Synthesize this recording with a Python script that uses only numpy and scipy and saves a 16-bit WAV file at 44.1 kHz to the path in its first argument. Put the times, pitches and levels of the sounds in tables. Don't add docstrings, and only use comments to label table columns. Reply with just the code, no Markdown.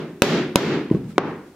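import sys
import numpy as np
from scipy import signal
from scipy.fft import rfft, irfft, next_fast_len
from scipy.io import wavfile
from scipy.ndimage import minimum_filter1d

SR = 44100
rng = np.random.default_rng(int(sys.argv[2]) if len(sys.argv) > 2 else 0)


def wrap_up_sound(samples):
    columns = np.atleast_2d(samples).T
    tamed = np.clip(columns, -1, 1)
    steps = np.round(tamed * 32767).astype(np.int16)
    wavfile.write(sys.argv[1], SR, steps)


N = 68355

# frequency in Hz, level in dB, t60 in seconds.
BENCH_MODES = [(233, -16.5, 0.045), (394, -16.5, 0.034), (562.4, -14.5, 0.11), (750, -9.5, 0.032),
               (970, -14.5, 0.058), (1310, -18, 0.013), (2577, -10.5, 0.015), (2830, -24, 0.0087),
               (3680, -11.5, 0.015), (3990, -10.5, 0.013), (6574, -18, 0.014)]
HARD_RISE_S, KNOCK_RISE_S, SOFT_RISE_S = 0.00023, 0.00061, 0.00097


def hammer_blows():
    # start in seconds, level in dB,
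    # tilt of the tail in dB per octave, steel zing in Hz, its level in dB.
    blows = [(-0.117, 0.5, -2.5, 11400, -70), (0.2204, 10, 1.5, 11700, -50),
             (0.5577, 12.5, 0.27, 12800, -51)]
    # frequency in Hz, level in dB.
    face_colour = [(200, -43), (700, 17), (1300, 6.5), (1750, -6), (2600, 5.5), (3800, -4.5), (5000, -0.5),
                   (7000, -4.5), (9000, -7.5), (12500, -6), (16000, -36)]
    echo_colour = [(50, -15), (100, -7.5), (150, 5.5), (380, 4), (600, -1.5), (1000, -6.5), (1700, -9),
                   (2500, -10.5), (4000, -13.5), (7000, -22.5), (9000, -37), (12500, -30.5), (16000, -52)]
    push_s = 0.00075
    u = clock() / push_s
    push = u * (1 - u * u / 2) * np.exp(1 - u * u / 2) / 2
    body = push + ring(BENCH_MODES)
    out = 0
    for start, db, tilt_db, zing_hz, zing_db in blows:
        blow = body + amp(-4) * crack(face_colour, HARD_RISE_S)
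        in_room = workshop(blow, echo_colour, tail_db=-16, tilt_db=tilt_db)
        out = out + amp(db) * delayed(in_room + amp(zing_db) * steel_zing(zing_hz), start)
    return out


def steel_zing(hz, width_hz=400):
    band = filtered(rng.standard_normal((2, N)), lambda f: np.exp(-((f - hz) / width_hz) ** 2 / 2))
    return unit(band) * fade(clock(), t60=0.34)


def hammer_rebounds():
    # start in seconds, level in dB.
    bounces = [(0.578, -1), (0.5876, 4)]
    # frequency in Hz, level in dB.
    clap_colour = [(200, -10), (500, -1), (1000, 2), (1600, -9), (3000, -15), (6000, -21), (15000, -48)]
    bench = dulled(ring(BENCH_MODES), corner_hz=600)
    out = 0
    for start, db in bounces:
        out = out + amp(db) * delayed(bench + amp(-3.5) * crack(clap_colour, SOFT_RISE_S), start)
    return out


def laying_down():
    # time in seconds, level in dB, contact width in seconds.
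    thuds = [(0.9143, -1, 0.001), (0.949, -7, 0.00092)]
    # frequency in Hz, level in dB, t60 in seconds.
    low_modes = [(162.6, -20, 0.15), (303, -14, 0.056)]
    # frequency in Hz, level in dB.
    echo_colour = [(50, -16), (100, -5.5), (165, 2.5), (250, -2.5), (400, -11), (700, -25), (1100, -31.5),
                   (2500, -39.5), (8000, -56.5)]
    out = 0
    for time, db, width in thuds:
        u = (clock() - time) / width
        push = (u * u - 1) * np.exp(-u * u / 2)
        in_room = workshop(ring(low_modes), echo_colour, tail_db=-19.5)
        out = out + amp(db) * (push + delayed(in_room, time))
    return out


def tool_knock(start_s=1.1807):
    # frequency in Hz, level in dB, t60 in seconds.
    wood_modes = [(372, 2, .036), (532, -7, 0.039), (710, -5.5, 0.019), (958, -9, 0.016),
                  (1720, -19, 0.0084), (2054, -10.5, 0.01), (3180, -10, 0.009)]
    # frequency in Hz, level in dB.
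    crack_colour = [(300, -22), (1000, 12), (2000, 0), (3500, -1.5), (5000, -22.5), (8000, -28),
                    (15000, -48)]
    echo_colour = [(60, -12), (150, 0), (340, 4), (600, -2.5), (1000, -2.5), (2000, -13), (3500, -23.5),
                   (6000, -33.5), (9000, -58), (15000, -62)]
    wood = ring(wood_modes) * rise(KNOCK_RISE_S)
    knock = low_cut(wood + amp(-6) * crack(crack_colour, KNOCK_RISE_S), corner_hz=253)
    return amp(4) * delayed(workshop(knock, echo_colour, tail_db=-21), start_s)


def tool_touches():
    # start in seconds, level in dB, ring in Hz.
    touches = [(0.9, -34, 1018), (0.919, -36, 1015), (0.947, -35, 1100), (1.105, -49.5, 1310),
               (1.157, -51, 2300)]
    # frequency in Hz, level in dB.
    tick_colour = [(300, -2), (1100, 3), (2500, 4), (5000, -12), (8000, -32), (15000, -49)]
    t60, out = 0.075, 0
    for start, db, hz in touches:
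        tone = ring([(hz, 0, t60)]) * rise(SOFT_RISE_S)
        out = out + amp(db) * delayed(tone + amp(4) * crack(tick_colour, SOFT_RISE_S), start)
    return out


def hand_brushes():
    # middle in seconds, width in seconds, level in dB.
    strokes = [(0.947, 0.017, -59), (1.049, 0.021, -61), (1.107, 0.021, -52), (1.48, 0.016, -60)]
    # frequency in Hz, level in dB.
    hiss_colour = [(300, -4), (1500, 11), (4000, 4.5), (8000, 0.5), (15000, -10.5)]
    swells = sum(amp(db) * np.exp(-((clock() - mid) / width) ** 2 / 2) for mid, width, db in strokes)
    return swells * unit(noise(hiss_colour))


def workshop(x, colour, tail_db, tilt_db=0):
    # delay in seconds, level in dB.
    walls = [(.0040, -11.5), (.0104, -13.5), (0.015, -29), (.0212, -27), (.0312, -43)]
    # frequency in Hz, t60 in seconds.
    decay = [(100, 0.57), (300, 0.81), (600, 0.49), (2000, 0.57), (5000, 0.44), (8000, 0.37), (14000, 0.24)]
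    # frequency in Hz, level in dB, t60 in seconds.
    room_modes = [(91, -23, 1), (144.6, -20.5, 0.72), (164.9, -16, 0.62), (364, -12.5, 0.74),
                  (404.2, -9.5, 0.5), (570, -16, 0.52)]
    t, build_s = clock(), 0.0038
    hz, frame_s, bands = signal.stft(unit(noise(colour)), SR, nperseg=512)
    dying = bands * fade(frame_s, along(decay, hz)[:, None])
    tail = signal.istft(dying, SR, nperseg=512)[1][:, :N]
    for mode_hz, db, t60 in room_modes:
        tone = np.sin(2 * np.pi * (mode_hz * t + rng.random()))
        tail = tail + amp(db + along(colour, mode_hz)) * fade(t, t60) * tone
    tail = filtered(tail, lambda f: amp(tilt_db * np.log2(1 + f / 1000)))
    tail *= 1 - np.exp(-t / build_s)
    reflected = dulled(x, corner_hz=1460)
    echoes = sum(amp(db) * delayed(reflected, delay) for delay, db in walls)
    return x + echoes + amp(tail_db) * tail


def room_tone():
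    # frequency in Hz, level in dB.
    colour = [(25, 10), (100, 1.5), (300, -15), (600, -4), (2000, -16.5), (6000, -21), (15000, -27.5)]
    return amp(-51) * unit(noise(colour))


def crack(colour, rise_s, pan_db=1.5):
    return unit(noise(colour)) * rise(rise_s) * fade(clock(), t60=0.014) * amp([[pan_db], [-pan_db]])


def ring(modes):
    t = clock()
    return sum(amp(db) * fade(t, t60) * np.sin(2 * np.pi * hz * t) for hz, db, t60 in modes)


def noise(colour):
    # frequency in Hz, correlation.
    likeness = [(100, 1), (400, .98), (1000, 0.87), (2000, 0.66), (4000, 0.1), (10000, 0.033)]

    def mid_side_gains(hz):
        angle = np.arccos(np.clip(along(likeness, hz), -1, 1)) / 2
        return amp(along(colour, hz)) * np.array([np.cos(angle), np.sin(angle)])

    mid, side = filtered(rng.standard_normal((2, N)), mid_side_gains)
    return np.array([mid + side, mid - side])


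def rise(rise_s):
    return 1 - np.exp(-(clock() / rise_s) ** 2)


def fade(t, t60):
    return np.exp(-np.log(1000) * t / t60)


def filtered(x, response):
    size = next_fast_len(x.shape[-1] + SR // 4)
    return irfft(rfft(x, size) * response(np.fft.rfftfreq(size, 1 / SR)), size)[..., :x.shape[-1]]


def dulled(x, corner_hz):
    return filtered(x, lambda hz: 1 / (1 + 1j * hz / corner_hz))


def low_cut(x, corner_hz):
    return signal.sosfilt(signal.butter(2, corner_hz, "highpass", fs=SR, output="sos"), x)


def delayed(x, start_s):
    i = N - int(round(start_s * SR))
    return np.pad(x, [(0, 0)] * (x.ndim - 1) + [(N, N)])[..., i:i + N]


def along(points, hz):
    freqs, values = np.transpose(points)
    return np.interp(np.log(hz + 1), np.log(freqs + 1), values)


def amp(db):
    return 10 ** (np.asarray(db) / 20)


def unit(x):
    return x / np.sqrt(np.mean(x ** 2) + 1e-20)


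def clock():
    return np.arange(N) / SR


def scene():
    hammer = hammer_blows() + hammer_rebounds() + laying_down()
    return hammer + tool_knock() + tool_touches() + hand_brushes() + room_tone()


def record(dry):
    limit_db, attack_s, hold_s, recover_db_per_s = -1, 0.0018, 0.038, 119.5
    mic = low_cut(dry, corner_hz=86)
    over_db = np.maximum(20 * np.log10(np.abs(mic).max(0) + 1e-9) - limit_db, 0)
    half_hold = int(hold_s * SR / 2)
    held_db = -minimum_filter1d(-over_db, 2 * half_hold + 1, origin=half_hold)
    climb_db = recover_db_per_s * clock()
    duck_db = np.maximum.accumulate(held_db + climb_db) - climb_db
    pole = np.exp(-1 / (attack_s * SR))
    late_duck_db = signal.lfilter([1 - pole], [1, -pole], duck_db)
    clipped = np.clip(mic * amp(-late_duck_db), -1, 1)
    return filtered(clipped, lambda hz: 1 / (1 + (hz / 16000) ** 80))


dry = scene()
out = record(dry)
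wrap_up_sound(out)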